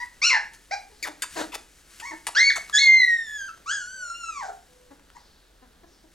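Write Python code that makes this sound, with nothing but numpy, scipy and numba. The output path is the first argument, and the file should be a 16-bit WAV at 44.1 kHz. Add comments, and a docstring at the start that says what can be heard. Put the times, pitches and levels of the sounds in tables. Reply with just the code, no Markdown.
"""Puppies in a concrete pen.

Close under a camera's stereo microphone, puppies yelp, whimper, wail and grunt; strain roughens
their voices. Wet lips smack in between, claws tick, and paws rustle and scuff in wood shavings.
The hard walls ring briefly over quiet air and a low hum. A limiter holds down the loudest cries."""
import sys
import numpy as np
from scipy import signal
from scipy.fft import rfft, irfft, next_fast_len
from scipy.io import wavfile
from scipy.ndimage import uniform_filter1d, minimum_filter1d, map_coordinates
from numba import njit

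SR = 44100
rng = np.random.default_rng(int(sys.argv[2]) if len(sys.argv) > 2 else 0)


def log_audio(samples):
    """Write samples as a 16-bit WAV file to the path given in sys.argv[1]."""
    # one column per channel
    frames = np.atleast_2d(samples).T
    # limit to full scale, then quantise
    limited = np.clip(frames, -1, 1)
    pcm = np.round(limited * 32767).astype(np.int16)
    wavfile.write(sys.argv[1], SR, pcm)


N = 270774

# Short cries: open-mouthed yelps, nasal whimpers. Each row: start, rise, hold and fall in seconds,
# first, top and last pitch in Hz before the sag, level in dB, octave and overtones in dB against
# that level, roughness from 0 to 1, left over right in dB.
YELPS = [(0, 0.0014, 0.019, 0.027, 970, 981, 973, -36.5, 0.5, -11, 0.71, 2.5),
         (0.216, 0.053, 0.011, 0.11, 1015, 1418, 976.4, -22.5, 4, -1.5, 0.31, 1.7),
         (0.709, 0.013, 0.022, 0.0137, 567, 797.2, 764, -25.5, -7.5, -13, 0.43, 1),
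         (2.348, .1, .048, 0.025, 1358, 2219, 1710, -18, -1.5, -5, 0.4, .7)]
WHIMPERS = [(2.021, 0.07, 0.0098, 0.052, 824.5, 1122, 950, -34, -5.5, -21, 0.33, 1),
            (3.95, 0.095, 0.049, 0.1, 513, 590, 615, -61, -8, -34, 0.11, -2),
            (4.681, .08, .08, 0.18, 528, 498, 517, -59.5, -10, -44.5, 0.31, -1),
            (5.149, 0.011, 0.011, 0.016, 940, 932, 930, -44.5, -13, -19.5, 1, 4)]
# Pitch of the two long cries, a high wail and a softer whine. Each row: time in seconds, pitch in Hz.
WAIL_PITCH = [(2.73, 1695), (2.75, 1663), (2.778, 1732), (2.79, 2082), (2.812, 2210), (2.876, 2111),
              (2.912, 2091), (2.98, 2084), (3.046, 1925), (3.25, 1810), (3.288, 1719), (3.358, 1716),
              (3.42, 1580), (3.5, 1583)]
WHINE_PITCH = [(3.662, 1131), (3.71, 1560), (3.736, 1708), (3.828, 1426), (3.95, 1559), (4.098, 1365),
               (4.184, 1409), (4.298, 1308), (4.4, 1068), (4.432, 792), (4.476, 778), (4.51, 730)]
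# Their loudness. Each row: time in seconds, relative levels of fundamental and octave in dB.
WAIL_LEVEL = [(2.728, -38, -43), (2.752, -13.5, -24.5), (2.778, -20, -9.5), (2.876, -10.5, -26.5),
              (3.032, -18.5, -30), (3.088, -27.5, -54), (3.104, -18.5, -52.5), (3.264, -42, -50.5),
              (3.378, -36.5, -48), (3.5, -39.5, -58)]
WHINE_LEVEL = [(3.662, -39.5, -50.5), (3.706, -25.5, -29.5), (3.86, -41.5, -55.5), (4.132, -33.5, -54.5),
               (4.154, -50.5, -34.5), (4.238, -33.5, -41.5), (4.354, -44.5, -48), (4.37, -34.5, -48.5),
               (4.51, -36.5, -70)]
# Colours of the voice. Each row: frequency in Hz, gain in dB.
OPEN_MOUTH = [(1500, 17), (2400, 8), (2850, -20), (3350, -15), (4200, 1), (4750, 1.5), (5600, 3.5),
              (6300, -4), (7100, -8.5), (8000, -13.5), (10500, -27.5), (15000, -44.5)]
NOSE = [(1500, 7), (2400, -6.5), (3300, -6), (4200, 0.5), (5000, 0), (6400, 6.5), (7200, 6), (8300, -4),
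        (10500, -18.5), (12000, -44), (15000, -25)]  # mouth nearly shut
SHRILL_THROAT = [(3300, -11), (4700, -0.5), (5200, -3), (5800, -2), (6500, 8), (7100, 1), (7700, -14),
                 (9000, -11.5), (10500, -24), (11200, -16.5), (12100, -16), (12700, -34.5), (15000, -44)]  # the wail, with one sharp resonance
LOW_FORMANTS = [(500, -2.5), (800, -1.5), (950, -3.5), (1150, -15), (1400, -11.5), (1700, 2), (2250, 0),
                (2800, -3), (3000, -24.5), (3400, -7.5), (3750, -9.5), (4200, -1), (4600, -8.5)]  # the throat, on a short cry's two lowest harmonics
MUZZLE = [(150, -16), (300, -2.5), (450, -9), (660, -2.5), (850, -3.5), (1050, -4.5), (1300, -10.5),
          (1750, -3), (2400, -23), (3100, -22), (4300, -9), (8000, -47)]  # closed, for grunts
# Grunts. Each row: start in seconds, level in dB, length in seconds, pitch in Hz.
GRUNTS = [(.89, -54.5, 0.084, 433), (1.079, -42, 0.045, 300.5), (1.353, -29, .11, 327.2),
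          (2.105, -42, .07, 320.2), (4.474, -47, 0.065, 422.5), (4.903, -46, 0.045, 273.6),
          (5.618, -48.5, 0.048, 247.3), (5.832, -47.5, 0.022, 352), (6.035, -51.5, 0.03, 313)]
# Wet smacks. Each row: start in seconds, level in dB, length in seconds, first flutter rate in Hz,
# first mouth resonance in Hz, last frequency of both in Hz, fade in dB, jitter from 0 to 1.
SMACKS = [(1.027, -28, .025, 2423, 2700, 1820, -2.5, 0.07), (1.05, -33.5, 0.037, 1713, 1799, 585, 2, 0.37),
          (1.221, -25, .023, 1680, 3750, 1077, -6.5, .28), (1.52, -36.5, 0.019, 1382, 1512, 843, 10, .11),
          (1.546, -30, 0.014, 855, 1350, 554, -1, .4), (1.999, -39.5, .022, 1391, 2840, 860, -8, 0.26),
          (2.268, -25.5, .025, 970, 2480, 759, -11, .31), (2.559, -29.5, 0.03, 1304, 1603, 603, -5.5, .4),
          (2.845, -39, 0.032, 1092, 1400, 546, -1.5, 0.39)]
# Claws on the floor. Each row: start in seconds, level in dB.
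TICKS = [(1.075, -25.5), (1.542, -27.5), (1.5524, -24), (1.6374, -56), (2.6969, -30.5), (2.787, -40),
         (2.828, -30), (3.576, -45), (4.4327, -36), (4.9955, -49.5), (5.1018, -46)]
# Paws shuffling through the shavings. Each row: start and length in seconds, level in dB.
SHUFFLES = [(0, 0.12, -58), (0.531, 0.044, -53), (1.291, 0.26, -45.5), (1.877, 0.52, -59),
            (2.468, .4, -53.5)]
# The steady rustle under them. Each row: time in seconds, level in dB.
RUSTLE_LEVEL = [(0, -61), (3.3, -56.5), (3.7, -65.5), (4.1, -59.5), (4.649, -63), (5.7, -73), (6.14, -67.5)]
# Soft scuffs. Each row: start and length in seconds, level in dB, first and last centre in Hz.
SCUFFS = [(0.893, 0.38, -64, 4500, 3900), (5.13, 0.43, -63.5, 4870, 3600), (5.863, 0.22, -65, 5700, 4350)]
# Colours of the noisy sounds. Each row: frequency in Hz, relative spectral density in dB.
RASP_COLOUR = [(250, -29), (450, 13), (700, -5.5), (1000, -5), (1300, -45.5), (1750, 2.5), (2900, -4.5),
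               (4300, -16.5), (7000, -4), (15500, -26)]
LIP_COLOUR = [(170, -47.5), (300, -5.5), (853, -7.5), (2590, -6.5), (3160, -16), (3550, -4.5),
              (3920, -18.5), (4550, -10.5), (7370, -11), (11700, -18.5), (15800, -35.5)]
CLAW_COLOUR = [(70, -45.5), (140, -24), (400, -17.5), (900, 7.5), (3000, -4.5), (7000, -8.5), (11000, -16),
               (16000, -24)]
SHAVINGS_COLOUR = [(200, 0.5), (500, -13), (1600, 5), (3300, 0.5), (7400, 2), (11000, -3.5), (15800, -16)]
AIR_COLOUR = [(20, -15), (48, -8), (90, -14.5), (280, -13.5), (500, -15.5), (1100, -21.5), (1600, -19),
              (2200, -27.5), (3800, -24.5), (8000, -34), (15800, -37.5)]
# Low hum. Each row: frequency in Hz, level in dB.
HUM = [(43.1, -59)]
# Ring of the pen. Each row: frequency in Hz, seconds to die away by 60 dB.
PEN_T60 = [(200, 0.72), (800, 0.31), (2000, 0.33), (5000, 0.29), (9000, 0.33), (15000, 0.09)]
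# Width at the microphone's two ports. Each row: frequency in Hz, difference over sum in dB.
PORT_WIDTH = [(50, -17.5), (150, -16), (500, -3), (1200, -4.5), (2100, -8.5), (3500, -9.5), (8000, -14.5),
              (13000, -6.5)]

TOP_HZ = 15950
TIRED_ROUGH = .44  # roughness gained as a cry ends


def cries():
    """The puppies' voices from down in the pen: yelps, whimpers, a wail and a whine."""
    yelps = sum(short_cry(row, OPEN_MOUTH) for row in YELPS)
    whimpers = sum(short_cry(row, NOSE) for row in WHIMPERS)
    wail = long_cry(WAIL_PITCH, WAIL_LEVEL, SHRILL_THROAT, db=1, octave_db=1, overtone_db=-49,
                    strain_s=.078, strain_db=26, drop=.17, left_db=-.7)
    whine = long_cry(WHINE_PITCH, WHINE_LEVEL, NOSE, db=-1, octave_db=-5.5, overtone_db=-54.5,
                     strain_s=.11, strain_db=10.5, drop=.051, left_db=1.2)
    return low_cut(yelps + whimpers + wail + whine, 400)


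def short_cry(row, throat, swell_s=.02, swell_db=9.5, fade_db=7.5, drop_share=.3, sag=.13):
    """One arch of pitch: the voice is cleanest at the top and dulls as the breath runs out."""
    start, rise, hold, fall, first_hz, top_hz, last_hz, db, octave_db, overtone_db, rough, left_db = row
    length = rise + hold + fall
    t = np.arange(int(length * SR)) / SR
    fallen = np.maximum(t - rise - hold, 0) / fall
    rising = first_hz + (top_hz - first_hz) * np.sin(np.pi / 2 * t / rise)
    falling = last_hz + (top_hz - last_hz) * np.exp(-(fallen / drop_share) ** 2)
    pitch = np.where(t < rise, rising, falling) * (1 - sag * fallen)
    slack_octaves = np.abs(np.log2(top_hz / pitch))
    # a cry at time zero is already under way
    level = db - swell_db * np.maximum(1 - t / swell_s, 0) * (start > 0) - fade_db * fallen
    fundamental = level + along(LOW_FORMANTS, pitch)
    octave = level + octave_db + along(LOW_FORMANTS, 2 * pitch)
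    overtones = level + overtone_db - 2 * slack_octaves - 6.5 * t / length
    rough = rough + .65 * slack_octaves + TIRED_ROUGH * fallen
    wavering = pitch * (1 + .016 * wobble(70, len(t)))
    return vocal_folds(start + t, wavering, fundamental, octave, overtones, rough, throat, left_db)


def long_cry(pitches, levels, throat, db, octave_db, overtone_db, strain_s, strain_db, drop, left_db,
             relax_s=.004, catch_s=.028, break_hz=1392):
    """A strained, bright start relaxes into a clear tone, which breaks up wherever it sinks low."""
    t = np.arange(pitches[0][0] - .003, pitches[-1][0] + .005, 1 / SR)
    times, *columns = np.transpose(levels)
    level, octave = [np.interp(t, times, column) for column in columns]
    catch = np.clip(2 - 2 * (t[-1] - t) / catch_s, 0, 1)  # the pitch gives way at the last moment
    pitch = np.interp(t, *np.transpose(pitches)) * (1 - drop * catch)
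    strain = (1 - np.tanh((t - t[0] - strain_s) / (2 * relax_s))) / 2
    opening = strain * np.minimum((t - t[0]) / (.43 * strain_s), 1)
    # below the break the voice roughens, its octave grows and the higher overtones fade
    octaves_below = np.maximum(np.log2(break_hz / pitch), 0)
    rough = .074 + .34 * strain + octaves_below + TIRED_ROUGH * catch
    octave = octave + octave_db + 28.5 * octaves_below * (1 - strain)
    overtones = overtone_db + .34 * (level - level.mean()) + strain_db * opening
    overtones -= 8.5 * (octaves_below + catch)
    return vocal_folds(t, pitch, level + db, octave, overtones, rough, throat, left_db)


def vocal_folds(t, pitch, fundamental_db, octave_db, overtone_db, rough, throat, left_db, blur_hz=3600):
    """Vocal folds make a stack of harmonics; under strain their cycles grow uneven."""
    n = len(t)
    rough = np.clip(rough, 0, 1)
    jitter = .002 * wobble(45, n) + .028 * rough * wobble(170, n) + .05 * rough ** 2 * wobble(600, n)
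    pitch = uniform_filter1d(pitch, 250) * (1 + jitter)
    phase = 2 * np.pi * np.cumsum(pitch) / SR
    k = np.arange(3, 15)[:, None]
    gains = amp(along(throat, k * pitch)) * (k * pitch < TOP_HZ)
    # roughness dissolves the high overtones into breath, which escapes in a puff once a cycle
    overtones = np.sum(gains / (1 + (rough * k * pitch / blur_hz) ** 4) * np.sin(k * phase), 0)
    breath = filtered(noise(throat, n),
                      lambda hz: hz ** 3 / (hz ** 3 + 1500 ** 3) / (1 + (hz / 9000) ** 4))
    overtones += .65 * rough ** 1.5 * np.linalg.norm(gains, axis=0) * breath * (1 + np.cos(phase))
    voice = amp(fundamental_db) * np.sin(phase) + amp(octave_db) * np.sin(2 * phase)
    voice += amp(overtone_db) * overtones
    gate = np.clip((t - t[0]) / .003, 0, 1) * np.clip((t[-1] - t) / .012, 0, 1)
    shimmer = amp(3 * rough * wobble(350, n))
    pan = amp([[left_db / 2], [-left_db / 2]])
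    out = np.zeros((2, N))
    add(out, t[0], np.sqrt(2) * voice * gate * shimmer * pan)
    return out


def smacks():
    """Wet lips flutter ever slower as they part, and the opening mouth rings ever lower."""
    out = np.zeros(N)
    for start, db, length, first_hz, small_hz, wide_hz, fade_db, jitter in SMACKS:
        n = int(length * SR)
        u = np.arange(n + 300) / n
        flutter_hz = first_hz * (wide_hz / first_hz) ** u * np.exp(jitter * wobble(900, len(u)))
        pulses = np.diff(np.floor(np.cumsum(flutter_hz) / SR), prepend=-1) * (u < 1)
        pulses *= amp(fade_db * u + 8.63 * jitter * wobble(1500, len(u)))
        # the bright squeak gives way to the hollow ring as the gap widens
        squeak = unit(struck(scattered(pulses, t60=.0051), LIP_COLOUR)) * amp(-5 * u)
        mouth_hz = small_hz * (wide_hz / small_hz) ** u
        ring = unit(resonance(pulses, mouth_hz, width_hz=250))
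        add(out, start, amp(db - 3.5) * (squeak + (.2 + .65 * u) * ring))
    return out


def grunts(half_rasp_db=-26):
    """Low uneven pulses in a closed muzzle sag in pitch; loud ones rasp, soft ones are duller."""
    out = np.zeros(N)
    for start, db, length, pitch_hz in GRUNTS:
        n = int(length * SR)
        u = np.arange(n) / n
        rasp_db = .98 * (db - half_rasp_db)
        tilt_db_per_octave = min(rasp_db, 0) / 4
        cycles = np.cumsum(pitch_hz * (1 + .08 * (.5 - u) + .06 * wobble(200, n))) / SR
        tone = unit(sum(amp(along(MUZZLE, k * pitch_hz) + tilt_db_per_octave * np.log2(k))
                        * np.sin(2 * np.pi * (k * cycles + rng.random())) for k in range(1, 20)))
        rasp = unit(noise(RASP_COLOUR, n) * (1 + 1.4 * np.cos(2 * np.pi * cycles)))
        swell = np.sin(np.pi * u ** .75)
        shimmer = amp(2 * wobble(200, n))
        add(out, start, amp(db - 2) * swell * (tone * shimmer + amp(rasp_db) * swell * rasp))
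    return low_cut(out, 190)


def paws(snaps_per_s=24, tick_t60=.016):
    """Claws tick on concrete over a grainy rustle that swells with each shuffle; single shavings snap."""
    stir = amp(np.interp(np.arange(N) / SR, *np.transpose(RUSTLE_LEVEL)))
    for start, length, db in SHUFFLES:
        u = np.linspace(0, 1, int(length * SR))
        add(stir, start, amp(db) * np.sin(np.pi * np.sqrt(u)) ** 2)
    rustle = unit(noise(SHAVINGS_COLOUR, N) * amp(.93 * wobble(22.85, N) + 1.6 * wobble(490, N)))
    pulses = (rng.random(N) < snaps_per_s / SR) * amp(3 * rng.standard_normal(N))
    snaps = unit(struck(scattered(pulses, t60=.031), SHAVINGS_COLOUR))
    out = rustle * stir + amp(-79.5) * snaps
    t = np.arange(SR // 12) / SR
    for start, db in TICKS:
        add(out, start, amp(db) * noise(CLAW_COLOUR, len(t)) * amp(-60 * t / tick_t60))
    return out


def scuffs(width_hz=1800):
    """A paw scuffs the floor: a narrow hiss that swells quickly and sinks as it fades."""
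    out = np.zeros(N)
    for start, length, db, first_hz, last_hz in SCUFFS:
        n = int(length * SR)
        u = np.arange(n) / n
        centre_hz = first_hz + (last_hz - first_hz) * u
        band = resonance(rng.standard_normal(n), centre_hz, width_hz)
        hiss = unit(resonance(band, centre_hz, width_hz))
        add(out, start, amp(db) * hiss * np.sin(np.pi * np.sqrt(u)))
    return out


def scattered(x, t60):
    """Surfaces right beside the source smear each pulse over a moment."""
    t = np.arange(SR // 100) / SR
    smear = unit(rng.standard_normal(len(t)) * amp(-60 * t / t60))
    return np.convolve(x, smear + 12 * (t == 0))[:len(x)]


def walls(x, width=.07):
    """The concrete walls answer after 5 ms, nearly alike on both sides of the microphone."""
    hz, t, spectra = signal.stft(rng.standard_normal((2, SR // 2)), SR, nperseg=256)
    decay = amp(-60 * t / along(PEN_T60, hz)[:, None])
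    mid, side = signal.istft(spectra * decay, SR, nperseg=256)[1]
    tail = np.array([mid + width * side, mid - width * side]) / np.linalg.norm(mid)
    return signal.fftconvolve(np.pad(x, (220, 0))[None], tail, axes=1)[:, :N]


def ambience(air_db=-61.5):
    """Quiet air around the pen, wider in the treble, and a low wavering hum."""
    side = filtered(noise(AIR_COLOUR, N), lambda hz: np.interp(hz, [1000, 12000], [.2, .8]))
    air = noise(AIR_COLOUR, N) + np.array([[1], [-1]]) * side
    t = np.arange(N) / SR
    hum = sum(amp(db + 1.1 * wobble(5, N)) * np.sin(2 * np.pi * hz * t + 1.3 * wobble(38, N))
              for hz, db in HUM)
    return amp(air_db + 1.2 * wobble(4.2, N)) * air + hum


def microphone_ports(x):
    """Two close ports hear nearly the same sound with a shift of phase between them."""
    sides = np.array([[1], [-1]])
    return filtered(x, lambda hz: np.exp(1j * np.arctan(amp(along(PORT_WIDTH, hz))) * sides))


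def amp(db):
    """Decibels to gain."""
    return 10 ** (np.asarray(db) / 20)


def unit(x):
    """x at rms 1."""
    return x / np.sqrt(np.mean(x ** 2) + 1e-20)


def along(points, hz):
    """(Hz, value) points read on a log axis."""
    knots_hz, values = np.transpose(points)
    return np.interp(np.log(hz + 1), np.log(knots_hz), values)


def wobble(rate, n):
    """A smooth random curve of n samples, rate knots a second."""
    return map_coordinates(rng.standard_normal(int(n * rate / SR) + 4), [np.arange(n) * rate / SR])


def filtered(x, response):
    """x through a gain given as a function of frequency."""
    n = x.shape[-1]
    size = next_fast_len(n + 8192)
    return irfft(rfft(x, size) * response(np.fft.rfftfreq(size, 1 / SR)), size)[..., :n]


def low_cut(x, corner_hz):
    """A steep bass roll-off."""
    return filtered(x, lambda hz: hz ** 6 / (hz ** 6 + corner_hz ** 6))


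def noise(spectrum, n):
    """Coloured noise of rms 1."""
    return unit(filtered(rng.standard_normal(n), lambda hz: amp(along(spectrum, hz))))


def struck(x, spectrum, size=512):
    """x through a minimum-phase colour, so that pulses keep their sharp fronts."""
    cepstrum = irfft(np.log(amp(along(spectrum, np.fft.rfftfreq(size, 1 / SR)))))
    cepstrum[1:size // 2] *= 2
    cepstrum[size // 2 + 1:] = 0
    return np.convolve(x, irfft(np.exp(rfft(cepstrum))))[:len(x)]


@njit
def resonance(x, centre_hz, width_hz):
    """A resonance whose centre moves with each sample."""
    pole = np.exp(np.pi * (2j * centre_hz - width_hz) / SR)
    y, state = np.zeros(len(x)), 0j
    for i in range(len(x)):
        state = state * pole[i] + x[i]
        y[i] = state.real
    return y


def add(track, start, x):
    """Mix x into the track from start, in seconds."""
    i = max(round(start * SR), 0)
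    track[..., i:i + x.shape[-1]] += x[..., :max(N - i, 0)]


def scene():
    """Cries come from down in the pen; smacks, grunts and paws are nearer, drier and a little left."""
    voices = cries()
    near = smacks() + grunts() + paws() + scuffs()
    echo = walls(amp(-5) * voices.mean(0) + amp(-10.5) * near)
    return voices + near * amp([[1.3], [-1.3]]) + echo + ambience()


def record(dry, ceiling=.52):
    """Behind the microphone a limiter ducks at once and holds briefly; the extreme treble is cut."""
    heard = microphone_ports(dry)
    needed = np.minimum(1, ceiling / (np.abs(heard).max(0) + 1e-9))
    hold = SR // 25
    held = minimum_filter1d(needed, hold, origin=hold // 2 - 200)  # looks 200 samples ahead
    gain = uniform_filter1d(held, size=300)
    return filtered(heard * gain, lambda hz: hz < TOP_HZ)


dry = scene()
out = record(dry)
log_audio(out)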